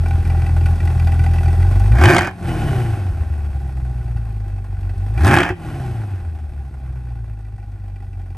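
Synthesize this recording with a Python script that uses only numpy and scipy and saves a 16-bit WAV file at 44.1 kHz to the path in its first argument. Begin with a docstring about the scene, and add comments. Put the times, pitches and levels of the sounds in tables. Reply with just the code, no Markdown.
"""A cross-plane V8 idles on an open driveway and is blipped twice, heard just behind its tailpipes.
Its firings boom through the mufflers, and unequal cylinders put a lope under the tone. Under throttle
the gas bursts steepen into a rasp and crack; on the overrun the pipes throb and hiss. At idle the
exhaust stumbles, chuffs and ticks unevenly. The house front and snow banks return a faint echo."""
import sys
import numpy as np
from scipy import signal
from scipy.fft import rfft, irfft
from scipy.io import wavfile
from scipy.ndimage import uniform_filter1d, map_coordinates

SR = 44100
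rng = np.random.default_rng(int(sys.argv[2]) if len(sys.argv) > 2 else 0)


def store_wav(level_fs):
    """Save 16-bit WAV to argv[1]."""
    pcm = np.round(np.clip(np.atleast_2d(level_fs), -1, 1) * 32767)
    wavfile.write(sys.argv[1], SR, pcm.T.astype(np.int16))


N = 369116
T = np.arange(N) / SR

# bright colour shared by the tailpipe hiss and the ticks: f/Hz, level/dB
HISS_SPECTRUM = [(2000, -32), (3200, 3), (4100, 0.5), (4800, 1), (5400, -1), (6200, -2), (7000, -5.5),
                 (7900, -1), (8600, 4), (9500, -4), (11400, -0.5), (12500, -10), (14000, -28)]


def boom(phase, firing_hz, burn):
    """The firing tone and the overtones that pass the muffler; ragged as the engine catches again."""
    # how the exhaust passes each partial: f/Hz, level/dB
    exhaust_response = [(41, -26), (48, -16), (60, -13.5), (83, -15.5), (100, -15.5), (118, -14.5),
                        (133, -18.5), (150, -26), (175, -29), (210, -42.5), (280, -51), (355, -26),
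                        (420, -42.5)]
    # weak firings that make the engine stumble: t/s, depth/0-1
    stumbles = [(.235, 1), (.792, 0.75), (1.566, 0.65), (3.125, 1), (3.414, 0.5), (3.516, 0.69),
                (4.037, 0.67), (6.23, 1), (6.502, 0.89), (6.784, 0.52), (7.265, 0.68), (7.573, 0.57),
                (7.788, 0.9), (8.07, .6)]
    cutoff_hz, leak = 132.5, 0.16  # hard burning forces this share past the muffler's cut-off
    catch_hz, catch_span_hz, thud_hz = 76.3, 8.8, 52  # the fuel returns near the catch firing rate

    def partial(order, db):
        return undb(db + over_hz(exhaust_response, order * firing_hz) + .5 * wander(22))

    def overtone(order, db):
        passed = 1 / np.sqrt(1 + (order * firing_hz / cutoff_hz) ** 20)
        return partial(order, db) * np.maximum(passed, leak * burn)

    angle = 2 * np.pi * phase
    tone = -overtone(2, db=-0.5) * np.cos(2 * angle)
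    tone += overtone(3, db=-8.5) * np.sin(3 * angle)
    tone += overtone(4, db=7.5) * np.sin(4 * angle)
    tone -= partial(1, db=-0.3) * np.cos(angle)
    catching = (1 - burn) / (1 + ((firing_hz - catch_hz) / catch_span_hz) ** 2)
    wobble = 0.24 * (1 - burn) + 0.32 * catching
    tone *= 1 + wobble * wander(80)
    dips = sum(np.interp(T, [t - .02, t, t + .02], [0, min(depth, 1), 0]) for t, depth in stumbles)
    thuds = undb(-10.5) * np.sqrt(catching) * dips * np.sin(2 * np.pi * thud_hz * T)
    return np.sqrt(2) * (tone * (1 - dips) + thuds)


def lope(phase):
    """Unequal cylinders repeat every eight firings and put a throb under the firing tone."""
    # partials of the throb: multiple of the eight-firing cycle, level/dB
    orders = [(2, 4.5), (3, -5), (4, 1.5), (5, -9), (6, 3.5), (7, -27), (9, -18), (10, -12), (11, -30.5),
              (12, -11)]
    cycle = 2 * np.pi * phase / 8
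    throb = sum(undb(db + 1.5 * wander(17)) * np.cos(k * cycle + 0.25 * wander(11)) for k, db in orders)
    return steady(signal.sosfilt(signal.butter(3, 42, "high", fs=SR, output="sos"), throb))


def muffler(phase, throttle, wash):
    """Uneven puffs and their swirl ring the muffler cans: clear under throttle, hoarse on the overrun."""
    # body of the cans: f/Hz, level/dB
    can_spectrum = [(36, -47.5), (48, -5), (80, 12), (125, 11.5), (160, 2), (220, 0.5), (290, -4.5),
                    (350, -6), (400, -6), (460, -25), (650, -16), (1200, -58)]
    pulses, strength = firings(phase, scatter_db=-0.24, imbalance=1 + 0.25 * wash)
    swirl = strength * np.exp(-(phase % 1) / 0.73) * rng.standard_normal(N)
    push = steady(pulses) * (.45 + .7 * throttle + .7 * wash ** 2) + steady(swirl)
    body = colour(push, can_spectrum)
    body += undb(12.5) * throttle * ring(body, 359, 22.5) + undb(9.5) * wash * ring(body, 343, 40)
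    low_mids = signal.sosfilt(signal.butter(2, [190, 450], "band", fs=SR, output="sos"), body)
    return body / np.sqrt(uniform_filter1d(low_mids ** 2, size=5001))  # hold the low mids level


def gas_bursts(phase, throttle, wash):
    """Gas bursts out after each firing, soft at idle, rasping under throttle. Returns sound and flow."""
    # soft puffs with the pedal up: f/Hz, level/dB
    soft_spectrum = [(250, -47), (420, -12.5), (469, -7.5), (569, -10), (793, 1), (936, -14), (1070, -9),
                     (1270, -16), (1460, -6.5), (1690, -14), (1940, -13.5), (2130, -19), (2600, -15.5),
                     (2880, -27.5), (3800, -39), (4940, -56), (8360, -120)]
    # hard rasp with the pedal down: f/Hz, level/dB
    rasp_spectrum = [(300, 13), (400, 6.5), (471, -18), (540, 0.5), (680, -7), (840, 5), (934, -3.5),
                     (1050, 1.5), (1300, 0.5), (1600, 8), (2020, -1.5), (2470, 0), (2700, -10),
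                     (3150, -8.5), (4200, -24)]
    # tailpipe resonances: f/Hz, width/Hz, level/dB
    pipe_modes = [(350, 9.2, -0.5), (684, 96, 2.5), (816, 45, -22), (1532, 37, 3.5), (1670, 19, -12),
                  (2164, 55, 1), (2435, 24, 5), (3090, 65, -7), (4540, 120, -18)]
    pulses, strength = firings(phase, scatter_db=4, imbalance=0.34)
    flow = strength * (.35 + np.exp(-(phase % 1) / .35)) + 1.6 * wash
    puffs = steady(flow * rng.standard_normal(N))
    soft = colour(puffs, soft_spectrum)
    soft += undb(-4) * ring(soft, 806, 40) + undb(-16) * wash ** 2 * ring(puffs, 2960, 100)
    shocks = puffs + throttle ** 3 * steady(pulses)
    rasp = colour(shocks, rasp_spectrum)
    hot = T > 4  # hotter gas carries sound faster: the upper modes ring higher on the second blip
    for hz, width, db in pipe_modes:
        hot_hz = hz * 1.065 if hz > 750 else hz
        rasp += undb(db + 5) * ring(shocks * ~hot, hz, width)
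        rasp += undb(db + 0.5) * ring(shocks * hot, hot_hz, width)
    soft = np.sqrt(1 - throttle) * undb(-1.1) * steady(soft)
    rasp = np.sqrt(throttle) * undb(1.44) * steady(rasp, size=2501)
    return soft + rasp, flow


def cracks_and_thumps():
    """The hardest firings leave as shock fronts; as the throttle shuts, late burns thump the muffler."""
    # cracks under throttle: t/s, level/dB
    cracks = [(2.0556, -4), (2.093, -18), (2.1652, -6), (2.1826, -6.5), (2.1897, -10), (5.3648, -13),
              (5.3862, -11), (5.404, -12), (5.4322, -17)]
    # late burns: t/s, level/dB
    late_burns = [(5.503, -13.5), (5.522, -18)]
    # bite of a crack: f/Hz, level/dB
    crack_spectrum = [(600, 5.5), (1500, 3.5), (2400, 6.5), (2750, -4), (3050, 8.5), (3500, -4.5),
                      (5500, -14.5), (8700, -10.5), (12000, -37)]
    snaps = colour(decay(strikes(cracks), .003) * rng.standard_normal(N), crack_spectrum)
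    shoves = decay(strikes(late_burns), .0023)
    thumps = ring(ring(shoves, 92, 30), 69, 90)
    return undb(4.5) * snaps + undb(15.5) * thumps + undb(20) * ring(shoves, 358, 23)


def chuffs(phase, idling):
    """Idle puffs, many small and a few sharp: a metallic bark, a hollow pipe ring and a short tick."""
    # the sharpest chuffs, then light ticks late in the idle: t/s, bark level/dB, hollow ring level/dB
    typed_chuffs = [(.1083, -24, -26), (.2488, -30, -34), (.2995, -24, -22), (.3474, -45, -24),
                    (.4183, -25.5, -26), (.4625, -24, -29), (.609, -31, -27), (.6569, -20.5, -32),
                    (.8016, -25.5, -34), (.8745, -23, -23), (.9972, -22.5, -34), (1.0725, -21.5, -26),
                    (1.119, -29.5, -28), (1.1919, -22, -37), (1.2371, -22.5, -27), (1.263, -21, -17.5),
                    (1.3839, -25.5, -35), (1.4577, -28, -21), (1.6257, -27, -36), (1.649, -38, -22),
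                    (1.8011, -25.5, -23), (1.9194, -22.5, -28.5), (4.0803, -38.5, -32), (4.1709, -34, -44),
                    (5.1766, -20, -32), (7.449, -41.5, -55), (7.6279, -41, -40), (7.9578, -38, -41),
                    (8.1303, -46, -48), (8.303, -41.5, -49)]
    # metallic ring of the bark: f/Hz, width/Hz, level/dB
    metal_modes = [(1480, 48, -0.5), (1974, 60, -3), (2380, 82, -4), (2603, 50, -5.5), (4600, 170, -10.5)]
    bark_noise, tick_noise, kick_noise = rng.standard_normal((3, N))
    small = idling * firings(phase, scatter_db=6.5, imbalance=0.54)[0]
    barks = undb(-37) * small + strikes((t, db) for t, db, _ in typed_chuffs)
    fronts = undb(-41) * small + strikes((t, db) for t, _, db in typed_chuffs)
    bark = bark_noise * decay(barks, .006)
    metal = sum(undb(db) * ring(bark, hz, width) for hz, width, db in metal_modes)
    # the front of each puff kicks the pipe, which rings on at its own pitch
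    kick = decay(fronts, .0002) + 0.082 * kick_noise * decay(fronts, .0092)
    hollow = ring(ring(kick, 791, 26.6), 786, 180)
    tick = colour(tick_noise * decay(barks, .0067), HISS_SPECTRUM)
    return undb(14.5) * ring(metal, 1720, 1300) + undb(30) * hollow + undb(-20) * tick


def tailpipe_hiss(flow, throttle):
    """The jets at the tailpipe tips hiss, and spit with each firing when driven hard."""
    pulsing = np.clip(0.5 + 1.1 * throttle, 0, 1)
    spit = steady(flow ** (1 + 0.7 * throttle))
    jet = (1 - pulsing + pulsing * spit) * rng.standard_normal(N)
    return steady(colour(jet, HISS_SPECTRUM))


def valve_ticks(phase, idling):
    """A light tick, likely of the valve gear, on each crank turn; every other one is weaker."""
    turn = (phase / 4).astype(int)
    strength = undb(-41.5 - 5 * (1 - turn % 2) + 2 * rng.standard_normal(2048)[turn])
    ticks = decay(idling * strength * np.diff(turn, prepend=0), .008)
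    return colour(ticks * rng.standard_normal(N), HISS_SPECTRUM)


def driveway_echo(car, t60_s=0.25, size=16384):
    """The house front and snow banks scatter a faint echo, different left and right."""
    age = np.arange(size) / SR
    envelope = np.exp(-np.log(1000) * age / t60_s) * np.minimum(age / 0.02, 1)
    tails = rng.standard_normal((2, size)) * envelope
    tails /= np.sqrt(np.sum(tails ** 2, axis=1, keepdims=True))
    reflected = colour(car, [(60, -28), (250, -15.5), (1000, -24), (3000, -7.5), (9000, -27)])
    return signal.fftconvolve(reflected[None], tails, axes=1)[:, :N]


def firings(phase, scatter_db, imbalance):
    """One pulse per firing, as strong as its cylinder and chance make it; also that strength, held."""
    # each cylinder in firing order: level/dB
    cylinders_db = [1.5, -6, 1.5, 0, 0, -1, 0.5, -2.5]
    count = phase.astype(int)
    chance = np.clip(rng.standard_normal(2048), -2, 2)[count]
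    strength = undb(imbalance * np.resize(cylinders_db, 2048)[count] + scatter_db * chance)
    return strength * np.diff(count, prepend=0), strength


def throttle_blips(firing_hz):
    """Each blip charges the manifold and burns hard until the fuel is cut; then the engine coasts."""
    # pedal down t/s, burn attack/s, pedal up t/s, fuel cut t/s, overrun t/s, overrun strength/0-1
    blips = [(1.923, 0.096, 2.134, 2.28, 2.363, 1), (5.135, 0.18, 5.354, 5.505, 5.535, 0.82)]
    manifold_s, fuel_cut_s, swell_s = .14, .046, .13
    overrun_end_hz, overrun_span_hz = 72, 52.6  # the overrun dies as the revs fall
    burn = charge = overrun = 0
    for down, attack, up, cut, coast, strength in blips:
        burn += ramp(down, attack) * (1 - ramp(cut, fuel_cut_s))
        charge += ramp(down, manifold_s) * (1 - ramp(up, manifold_s))
        overrun = overrun * (T < down) + strength * ramp(coast, swell_s)
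    return burn, charge, overrun * np.clip((firing_hz - overrun_end_hz) / overrun_span_hz, 0, 1)


def undb(db):
    """Decibels to gain."""
    return 10 ** (np.asarray(db) / 20)


def over_hz(points, hz):
    """Join (f/Hz, value) points on a log-frequency axis."""
    f, value = np.transpose(points)
    return np.interp(np.log(hz + 1), np.log(f), value)


def colour(x, points, size=8192):
    """Minimum-phase EQ through (f/Hz, level/dB) points, falling 30 dB in the octave beyond each end."""
    hz = np.fft.rfftfreq(size, 1 / SR)
    closed = [(points[0][0] / 2, points[0][1] - 30), *points, (points[-1][0] * 2, points[-1][1] - 30)]
    cepstrum = irfft(np.log(undb(over_hz(closed, hz))))
    cepstrum[1:size // 2] *= 2
    cepstrum[size // 2 + 1:] = 0
    return signal.fftconvolve(x, irfft(np.exp(rfft(cepstrum))))[:N]


def ring(x, hz, width_hz):
    """One resonance, gain 1 at its centre."""
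    return signal.lfilter(*signal.iirpeak(hz, hz / width_hz, SR), x)


def steady(x, size=7001):
    """Ride the running rms to 1 and keep the quick detail."""
    power = uniform_filter1d(uniform_filter1d(x * x, size), size)
    return x / np.sqrt(np.abs(power) + 1e-18)


def wander(rate_hz):
    """Smooth random drift, spread near 1."""
    coarse = T[::64]
    drift = map_coordinates(rng.standard_normal(2048), [coarse * rate_hz], order=3, mode="wrap")
    return np.interp(T, coarse, drift)


def ramp(start_s, length_s):
    """A straight rise from 0 to 1."""
    return np.clip((T - start_s) / length_s, 0, 1)


def decay(hits, decay_s):
    """Give every impulse an exponential tail."""
    return signal.lfilter([1], [1, -np.exp(-1 / (SR * decay_s))], hits + 1e-18)


def strikes(rows):
    """One impulse for each (t/s, level/dB) row."""
    hits = np.zeros(N)
    for t, db in rows:
        hits[int(t * SR)] += undb(db)
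    return hits


def scene():
    """The exhaust layers follow one crankshaft and one pedal, and the driveway answers."""
    # engine revs: t/s, firing rate/Hz
    revs = [(0, 41.67), (1.54, 41.41), (1.89, 50.5), (1.97, 60.46), (2.04, 84.7), (2.14, 168.5),
            (2.25, 191.6), (2.45, 173), (2.84, 117), (3.15, 80.8), (3.7, 65.3), (4.1, 58.9), (4.52, 49.02),
            (5.0, 46.65), (5.17, 56.04), (5.24, 81.23), (5.37, 168.2), (5.48, 179.9), (5.88, 122),
            (6.25, 82.5), (6.65, 67.33), (7.02, 61.86), (7.32, 53.75), (8.37, 44.8)]
    # effort with the pedal up, easing as the engine warms: t/s, level/dB
    idle_effort = [(0, -0.5), (1.95, 2), (2.3, -6), (3.6, -6.5), (4.7, -10.5), (5.1, -6), (5.55, -10),
                   (7.0, -12), (7.5, -15), (8.37, -13)]
    firing_hz = np.interp(T, *np.transpose(revs))
    phase = .54 + np.cumsum(firing_hz * (1 + .004 * wander(25))) / SR  # counted in firings
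    burn, charge, overrun = throttle_blips(firing_hz)
    effort_db = np.interp(T, *np.transpose(idle_effort)) * (1 - burn)
    throttle = np.clip(0.91 * burn, 0, 1)  # share of hard rasp
    wash = np.clip(0.27 + 0.73 * overrun, 0, 1)  # smooth flow: a little at idle, most on the overrun
    idling = undb(effort_db) * (firing_hz.min() / firing_hz) ** 2

    def fader(idle_db, effort, burn_db, charge_db, overrun_db):
        """A layer's gain from the state of the engine."""
        blip_db = burn_db * burn + charge_db * charge + overrun_db * overrun
        return undb(idle_db + effort * effort_db + blip_db)

    boom_gain = fader(idle_db=-0.4, effort=1.0836, burn_db=-1.5, charge_db=9.5, overrun_db=7.5)
    lope_gain = fader(idle_db=-39.5, effort=0.8, burn_db=6.5, charge_db=7, overrun_db=24)
    muffler_gain = fader(idle_db=-37, effort=1.0348, burn_db=3, charge_db=18, overrun_db=14.5)
    gas_gain = fader(idle_db=-37, effort=1.0569, burn_db=11.5, charge_db=11.5, overrun_db=13.5)
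    hiss_gain = fader(idle_db=-51.5, effort=1.15, burn_db=-9, charge_db=28, overrun_db=13)
    gas, flow = gas_bursts(phase, throttle, wash)
    car = boom_gain * boom(phase, firing_hz, burn) + lope_gain * lope(phase)
    car += muffler_gain * muffler(phase, throttle, wash)
    car += gas_gain * gas + hiss_gain * tailpipe_hiss(flow, throttle)
    car += chuffs(phase, idling) + valve_ticks(phase, idling) + cracks_and_thumps()
    return car + driveway_echo(car)


def record(dry):
    """A narrow stereo image with a bass cut, a treble notch, rounded peaks and the top cut off."""
    # tilt of the image: f/Hz, left minus right level/dB
    balance = [(60, .4), (125, .9), (300, 1.1), (600, -2.8), (1100, -3.6), (2000, -.4), (3800, 3.2),
               (6800, 1.5), (9000, 0), (12000, 0)]
    # spread of the image: f/Hz, left phase lead/rad
    phase_lead = [(60, 0), (1000, .25), (2000, .45), (3500, .7), (5000, .6), (7000, .6), (8700, 1.5),
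                  (10000, .5), (11500, .2)]
    hz = np.fft.rfftfreq(2 * N, 1 / SR)
    side = np.array([[.5], [-.5]])
    image = undb(side * over_hz(balance, hz)) * np.exp(1j * side * over_hz(phase_lead, hz))
    notch = undb(-28 * np.exp(-((hz - 10250) / 280) ** 2))
    bass_cut = undb(over_hz([(20, -2), (30, -9), (40, 0.5)], hz))
    shaped = irfft(rfft(dry, 2 * N) * image * notch * bass_cut)[:, :N]
    rounded = shaped / (1 + (shaped / .95) ** 6) ** (1 / 6)
    return signal.sosfilt(signal.ellip(8, .2, 70, 12600, fs=SR, output="sos"), rounded)


dry = scene()
out = record(dry)
store_wav(out)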